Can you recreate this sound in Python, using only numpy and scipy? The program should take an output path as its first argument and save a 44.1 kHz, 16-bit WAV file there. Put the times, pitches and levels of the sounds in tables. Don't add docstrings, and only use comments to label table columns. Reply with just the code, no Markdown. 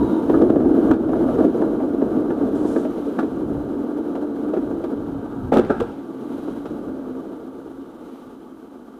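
import sys
import numpy as np
from scipy import signal
from scipy.fft import rfft, irfft
from scipy.io import wavfile
from scipy.ndimage import uniform_filter1d, minimum_filter1d

SR = 44100
rng = np.random.default_rng(int(sys.argv[2]) if len(sys.argv) > 2 else 0)


def file_out(sig):
    cols = np.atleast_2d(sig).T
    lim = np.clip(cols, -1, 1)
    pcm = np.round(lim * 32767).astype(np.int16)
    wavfile.write(sys.argv[1], SR, pcm)


N = 396459

# (time [s], level [dB])
DRONE_LEVELS = [(0, -17.5), (0.22, -19), (0.45, -14), (0.8, -14.5), (1.4, -17), (1.88, -21), (2.2, -19.5),
                (2.7, -21), (3.0, -24.5), (4.7, -24), (5.35, -29), (6.05, -32.5), (6.36, -27.5),
                (6.55, -30), (6.9, -28.5), (7.2, -30), (7.45, -33.5), (8.0, -37.5), (8.7, -40.5)]
# (middle [s], length [s], extra shaking [dB], extra chatter [dB])
UNEVEN_FLOOR = [(0.562, 0.32, 6, -0.5), (1.2, 0.48, 6, 2.5), (3.55, 0.29, 9.5, 0), (5.246, 0.39, 11, 3),
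                (5.676, 0.57, 16, 4.5)]
# (middle [s], length [s], extra level [dB])
TURNS = [(0.198, 0.45, 4), (1.273, 0.85, 2.5), (2.93, 0.76, 4), (6.434, 0.63, 4), (8.193, 0.34, 4)]
# (time [s], thud [dB], clack [dB], tick [dB], clack pitch [Hz])
BUMPS = [(0.297, -9, -24, -49, 640), (0.338, -12.5, -24.5, -58, 1300), (0.417, -5.5, -26, -50, 1100),
         (0.499, -6.5, -27, -54, 1200), (0.562, -4, -34, -59, 1390), (0.603, -23, -23.5, -53, 700),
         (0.654, -7, -27.5, -56, 860), (0.911, -2, -17, -37.5, 1220), (0.934, -10.5, -26.5, -47, 1400),
         (1.091, -10.5, -24, -52, 620), (1.131, -15, -21.5, -54, 1000), (1.156, -15.5, -21, -57, 680),
         (1.288, -27, -28, -55, 675), (1.384, -12, -26.5, -52, 900), (1.404, -15.5, -22.5, -60, 700),
         (1.446, -11, -25.5, -49, 700), (1.617, -15, -24.5, -56, 980), (1.801, -19, -24.5, -62, 620),
         (2.018, -11.5, -26.5, -58, 560), (2.151, -21, -36, -62, 560), (2.303, -14.5, -29.5, -51, 1490),
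         (2.43, -16.5, -32, -66, 560), (2.648, -12, -31, -58, 890), (2.761, -12, -29, -50, 1750),
         (2.849, -33, -26, -52, 560), (3.187, -12, -22, -43, 1450), (3.229, -15, -30, -53, 560),
         (4.152, -27, -31.5, -51, 794), (4.535, -18.5, -25.5, -51, 750), (4.568, -13.5, -37, -55, 1400),
         (4.838, -18.5, -34, -49.5, 1300), (6.478, -19.5, -35.5, -61, 1220), (6.654, -28, -36, -50.5, 970)]
# (time [s], level [dB])
OVERLOAD_CLICKS = [(0.299, -46), (0.419, -47.5), (0.501, -51), (0.505, -49), (5.596, -35), (5.649, -42)]
# (time [s], clunk [dB], clank [dB], tick [dB], clunk pitch [Hz])
GRATE_HITS = [(5.520, -11, -15, -45, 332), (5.526, -18, -22.5, -39, 302), (5.538, -11.5, -26, -35.5, 484),
              (5.560, -12.5, -22, -44, 416), (5.571, -2.5, -16.5, -29.5, 330), (5.59, -3, -21, -46, 298),
              (5.639, -17, -36, -58, 400), (5.698, -12.5, -21, -45, 350), (5.705, -7, -21, -44, 304),
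              (5.802, -16.5, -23.5, -38.5, 343)]
# (time [s], pitch [Hz], level [dB])
SQUEAL_CURVE = [(0, 940, -28.5), (0.11, 940, -41), (0.24, 935, -36), (0.36, 940, -100)]
# (middle [s], length [s], pitch [Hz], level [dB])
WHISTLES = [(0.086, 0.15, 3860, -57), (0.16, 0.13, 3650, -58)]
# (time [s], level [dB])
LEAF_LEVELS = [(2.52, -90), (2.56, -57), (2.64, -61), (2.68, -53.5), (2.81, -57), (3.0, -95)]
# (time [s], pitch [Hz], level [dB])
MOTOR_HUM = [(5.7, 127, -73.5), (6.15, 130, -47.5), (6.7, 151.8, -48.5), (7.4, 170, -74)]

# (pitch [Hz], width [Hz], gain [dB])
FRAME_MODES = [(227.8, 60.6, -5.5), (270.4, 31, -1.5), (328, 33.8, -3), (393.5, 34.8, -6.5),
               (445.2, 42, -7), (567, 88, -11.5), (630.6, 95, -12.5)]
PANEL_MODES = [(715.4, 40, 4.5), (840, 67, 0), (941, 37, 2), (1167, 76, -2.5), (1300, 63, -2.5),
               (1420, 37, -3), (1543, 92, -7), (1770, 160, -23.5)]
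FITTING_MODES = [(635, 25, 13.5), (804, 65, -6), (1691, 24, -5)]
GRATE_PLATE_MODES = [(229.5, 44, 2.5), (364, 35, 0), (429, 49, 1.5), (490, 48, -2.5), (563, 60, -1.5)]
GRATE_BAR_MODES = [(640, 72, 3.5), (804, 59, 4.5), (930, 110, -1), (1185, 130, -2), (1340, 107, -0.5),
                   (1650, 160, -8)]
GEARBOX_MODES = [(868, 44, 3.5), (1159, 58, 3), (1373, 166, -6), (3060, 19, -14.5), (3930, 100, -18.5)]

# (frequency [Hz], gain [dB])
GRIT_COLOUR = [(1500, -1), (2100, 3), (2600, 0.5), (3100, 5.5), (3950, 0), (4300, -2.5), (5400, -6),
               (6200, -4.5), (7800, -8.5), (10500, -6), (14500, -11), (16000, -24.5)]
SHAKE_COLOUR = [(10, -31), (30, -12), (60, -7.5), (120, -5), (170, -6.5), (240, -5.5), (400, -45)]
TICK_COLOUR = [(1300, -15.5), (1900, 1), (2600, 0.5), (3800, -2.5), (4400, -10), (6500, -14.5), (9500, -18),
               (15500, -27.5)]
LEAF_COLOUR = [(2000, -18.5), (3500, -1), (4300, -7), (5200, -4.5), (7500, -3), (10000, -5), (15000, -25.5)]
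HISS_COLOUR = [(2000, -8), (4000, -3.5), (8000, -2.5), (10000, -4), (14500, -2.5), (16000, -14.5)]

CRUISE_DB = -25.5
CHATTER_DB, CHATTER_FOLLOWS = -44.5, 0.66
GRIT_DB, GRIT_FOLLOWS = -61.5, 0.39
SHAKE_DB, SHAKE_FOLLOWS = -44.5, 1.05
SWAY_DB, SWAY_FOLLOWS = -60, 0.41
WHIRR_DB, WHINE_DB, HIGH_WHINE_DB, GEARS_FOLLOW = -50.5, -75, -82, 0.39

CRAWL_HZ, CRUISE_RISE_HZ = 264.3, 18
WHINE_HZ, HIGH_WHINE_HZ = 3770, 10300
BLOW_DB_PER_OCTAVE = -8.5
HISS_DB, CUTOFF_HZ = -73, 15500


def rolling(pace_db, uneven_db, turn_db):
    drone_hz = CRAWL_HZ + CRUISE_RISE_HZ * from_db(pace_db)
    wheel_load = drift(rate=55)
    stones = grains(per_s=700, spread_db=2)
    frame_force = (stones + 0.86 * grains(per_s=5000, spread_db=3.5)) * from_db(1.3 * wheel_load)
    ring = frame(frame_force, drone_hz, db_per_octave=-2)
    boom = tone(drone_hz, waver=0.04, rate=22) * from_db(-2 + 3.2 * drift(rate=26))
    drone = rms_one(ring) + boom
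    drone = drone / local_rms(drone, seconds=0.3) * from_db(CRUISE_DB + pace_db)
    chatter = panels((stones + 2.5 * grains(per_s=5000, spread_db=3)) * from_db(1.3 * wheel_load))
    chatter_db = CHATTER_DB + CHATTER_FOLLOWS * pace_db + uneven_db
    chatter = chatter / local_rms(chatter, seconds=0.97) * from_db(chatter_db)
    grit = colour((rng.standard_normal(N) + 0.058 * stones) * from_db(1.1 * wheel_load), GRIT_COLOUR)
    return drone + chatter + rms_one(grit) * from_db(GRIT_DB + GRIT_FOLLOWS * pace_db + turn_db)


def frame(force, centre_hz, db_per_octave):
    ring = resonate(force, favour(FRAME_MODES, centre_hz, db_per_octave))
    return band(ring, low_hz=168, high_hz=745, order=2)


def panels(force):
    return band(resonate(force, PANEL_MODES), low_hz=510, high_hz=1760, order=4)


def bumps():
    out = np.zeros(N)
    for s, thud_db, clack_db, tick_db, clack_hz in BUMPS:
        thud_hz = 319 * 2 ** (0.2 * rng.standard_normal())
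        force = jolt(rattle_s=0.015, rattle_db=-15, tail_s=0.013, tail_db=-36.5)
        thud = frame(force, thud_hz, BLOW_DB_PER_OCTAVE)
        force = jolt(rattle_s=0.011, rattle_db=-8, tail_s=0.03, tail_db=-33)
        modes = favour(PANEL_MODES + FITTING_MODES, clack_hz, BLOW_DB_PER_OCTAVE)
        clack = band(struck(force, modes, spread_db=1.5), low_hz=497, high_hz=1760, order=3)
        tick = colour(jolt(rattle_s=0.009, rattle_db=3, tail_s=0.02, tail_db=-10), TICK_COLOUR)
        add(out, s - 0.002, thud, thud_db)
        add(out, s, clack, clack_db)
        add(out, s + 0.002, tick, tick_db)
    return out


def grate():
    out = np.zeros(N)
    tap = signal.unit_impulse(SR // 4)
    thump = band(resonate(tap, [(50, 81, 0)]), low_hz=25, high_hz=110, order=2)
    for s, clunk_db, clank_db, tick_db, clunk_hz in GRATE_HITS:
        force = jolt(rattle_s=0.008, rattle_db=-14, tail_s=0.06, tail_db=-39)
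        clunk = struck(force, favour(GRATE_PLATE_MODES, clunk_hz, BLOW_DB_PER_OCTAVE), spread_db=4)
        force = jolt(rattle_s=0.0072, rattle_db=-2.5, tail_s=0.059, tail_db=-26)
        clank = struck(force, GRATE_BAR_MODES, spread_db=3.5)
        tick = colour(jolt(rattle_s=0.016, rattle_db=11.5, tail_s=0.22, tail_db=-19.5), TICK_COLOUR)
        add(out, s, thump, clunk_db - 25)
        add(out, s - 0.002, band(clunk, low_hz=163, high_hz=890, order=2), clunk_db)
        add(out, s, band(clank, low_hz=503, high_hz=1850, order=3), clank_db)
        add(out, s, tick, tick_db)
    settling_ring = band(resonate(tap, [(470, 23, 0)]), low_hz=298, high_hz=700, order=2)
    add(out, s=5.814, sound=settling_ring, db=-14.5)
    return out


def overload_clicks():
    out = np.zeros(N)
    fade = np.exp(-np.arange(SR // 4) / SR / 0.0012)
    for s, db in OVERLOAD_CLICKS:
        add(out, s, colour(rng.standard_normal(len(fade)) * fade, TICK_COLOUR), db)
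    return out


def squeal():
    hz, level_db = in_time(SQUEAL_CURVE)
    out = from_db(level_db + 3 * drift(rate=260)) * tone(hz, waver=0.04, rate=360)
    for s, length_s, whistle_hz, db in WHISTLES:
        whistle = tone(whistle_hz, waver=0.022, rate=500) * from_db(2 * drift(rate=200))
        out += from_db(db) * swell(s, length_s) * whistle
    return out


def shake(pace_db, uneven_db):
    rumble = rms_one(colour(rng.standard_normal(N), SHAKE_COLOUR))
    sway = rms_one(resonate(rng.standard_normal(N), [(42, 22, 0)]))
    rumble_db = SHAKE_DB + SHAKE_FOLLOWS * pace_db + uneven_db + 3.5 * drift(rate=11)
    return rumble * from_db(rumble_db) + sway * from_db(SWAY_DB + SWAY_FOLLOWS * pace_db)


def leaves():
    leaf_db, = in_time(LEAF_LEVELS)
    return from_db(leaf_db) * rms_one(colour(grains(per_s=14000, spread_db=4), LEAF_COLOUR))


def motor_and_gears(pace_db, turn_db):
    hum_hz, hum_db = in_time(MOTOR_HUM)
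    hum = from_db(hum_db + 2 * drift(rate=14)) * tone(hum_hz, waver=0.011, rate=20)
    box_ring = resonate(rng.standard_normal(N), GEARBOX_MODES)
    whirr = from_db(WHIRR_DB) * rms_one(band(box_ring, low_hz=650, high_hz=4070, order=3))
    whine_db = WHINE_DB + 3.7 * drift(rate=4.2)
    whine_hz = WHINE_HZ * (1 + 0.023 * drift(rate=3.6))
    whine = from_db(whine_db) * tone(whine_hz, waver=0.021, rate=500)
    high_hz = HIGH_WHINE_HZ + 35 * pace_db
    high_whine = tone(high_hz, waver=0.012, rate=400) * from_db(HIGH_WHINE_DB + 4 * drift(rate=4))
    return hum + (whirr + whine + high_whine) * from_db(GEARS_FOLLOW * pace_db + 0.9 * turn_db)


def hiss():
    return from_db(HISS_DB) * rms_one(colour(rng.standard_normal(N), HISS_COLOUR))


def grains(per_s, spread_db):
    sizes = from_db(spread_db * np.minimum(rng.exponential(1, N), 4))
    signs = rng.choice([-1, 1], N)
    return rms_one(sizes * signs * (rng.random(N) < per_s / SR))


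def jolt(rattle_s, rattle_db, tail_s, tail_db):
    t = np.arange(SR // 4) / SR
    rebounds = rng.standard_normal(len(t)) * (rng.random(len(t)) < 2600 / SR)
    force = rebounds * from_db(rattle_db) * np.exp(-t / rattle_s)
    force += rng.standard_normal(len(t)) * from_db(tail_db) * np.exp(-t / tail_s)
    force[0] += 1
    return force


def struck(force, modes, spread_db):
    varied = [(hz, width, db + spread_db * rng.standard_normal()) for hz, width, db in modes]
    return resonate(force, varied)


def favour(modes, centre_hz, db_per_octave):
    return [(hz, width, db + db_per_octave * np.abs(np.log2(hz / centre_hz))) for hz, width, db in modes]


def resonate(x, modes):
    out = 0
    for k, (hz, width_hz, db) in enumerate(modes):
        decay = np.exp(-np.pi * width_hz / SR)
        poles = [1, -2 * decay * np.cos(2 * np.pi * hz / SR), decay * decay]
        ring = (1 - decay * decay) / 2 * signal.lfilter([1, 0, -1], poles, x + 1e-18)
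        out = out + (-1) ** k * from_db(db) * ring
    return out


def band(x, low_hz, high_hz, order):
    return signal.sosfilt(signal.butter(order, [low_hz, high_hz], "band", fs=SR, output="sos"), x)


def colour(x, spectrum):
    size = 8192
    hz, db = np.transpose(spectrum)
    octaves = np.log2(np.r_[hz[0] / 2, hz, hz[-1] * 2])
    grid_octaves = np.log2(np.arange(size // 2 + 1) * SR / size + 1)
    levels_db = np.interp(grid_octaves, octaves, np.r_[db[0] - 20, db, db[-1] - 20])
    cepstrum = irfft(np.log(from_db(levels_db)))[:size // 2]
    cepstrum[1:] *= 2
    response = irfft(np.exp(rfft(cepstrum, size)))
    return signal.fftconvolve(x, response)[:len(x)]


def tone(hz, waver, rate):
    return np.sin(2 * np.pi * np.cumsum(hz * (1 + waver * drift(rate))) / SR)


def drift(rate):
    points = rng.standard_normal(4000)
    return rms_one(np.interp(np.arange(N) / SR * rate, np.arange(len(points)), points))


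def swell(middle_s, length_s):
    return np.exp(-np.abs(2 * (np.arange(N) / SR - middle_s) / length_s) ** 3)


def in_time(rows):
    times, *columns = np.transpose(rows)
    return [np.interp(np.arange(N) / SR, times, column) for column in columns]


def add(out, s, sound, db):
    peak = local_rms(np.r_[np.zeros(len(sound)), sound], seconds=0.005).max()
    start = max(int(s * SR), 0)
    out[start:start + len(sound)] += sound[:N - start] / peak * from_db(db)


def from_db(db):
    return 10 ** (np.asarray(db) / 20)


def rms_one(x):
    return x / np.sqrt(np.mean(x ** 2) + 1e-20)


def local_rms(x, seconds):
    return np.sqrt(np.abs(uniform_filter1d(x * x, max(int(seconds * SR), 1))) + 1e-14)


def scene():
    pace_db = in_time(DRONE_LEVELS)[0] - CRUISE_DB
    turn_db = sum(db * swell(s, length_s) for s, length_s, db in TURNS)
    shaking_db = sum(db * swell(s, length_s) for s, length_s, db, _ in UNEVEN_FLOOR)
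    chatter_db = sum(db * swell(s, length_s) for s, length_s, _, db in UNEVEN_FLOOR)
    running = rolling(pace_db, chatter_db, turn_db) + shake(pace_db, shaking_db)
    running += motor_and_gears(pace_db, turn_db)
    return (running + bumps() + overload_clicks() + grate() + leaves() + squeal())[None]


def limiter(x, ceiling, release_db_per_s):
    over_db = 20 * np.log10(np.maximum(np.abs(x) / ceiling, 1))
    recovery_db = release_db_per_s * np.arange(N) / SR
    cut_db = np.maximum.accumulate(over_db + recovery_db, axis=-1) - recovery_db
    early_gain_db = minimum_filter1d(-cut_db, size=65)
    return x * from_db(uniform_filter1d(early_gain_db, size=65))


def record(dry):
    limited = limiter(dry + hiss(), ceiling=0.71, release_db_per_s=20)
    treble_cut = signal.ellip(10, 0.1, 80, CUTOFF_HZ, fs=SR, output="sos")
    return signal.sosfilt(treble_cut, limited)


dry = scene()
out = record(dry)
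file_out(out)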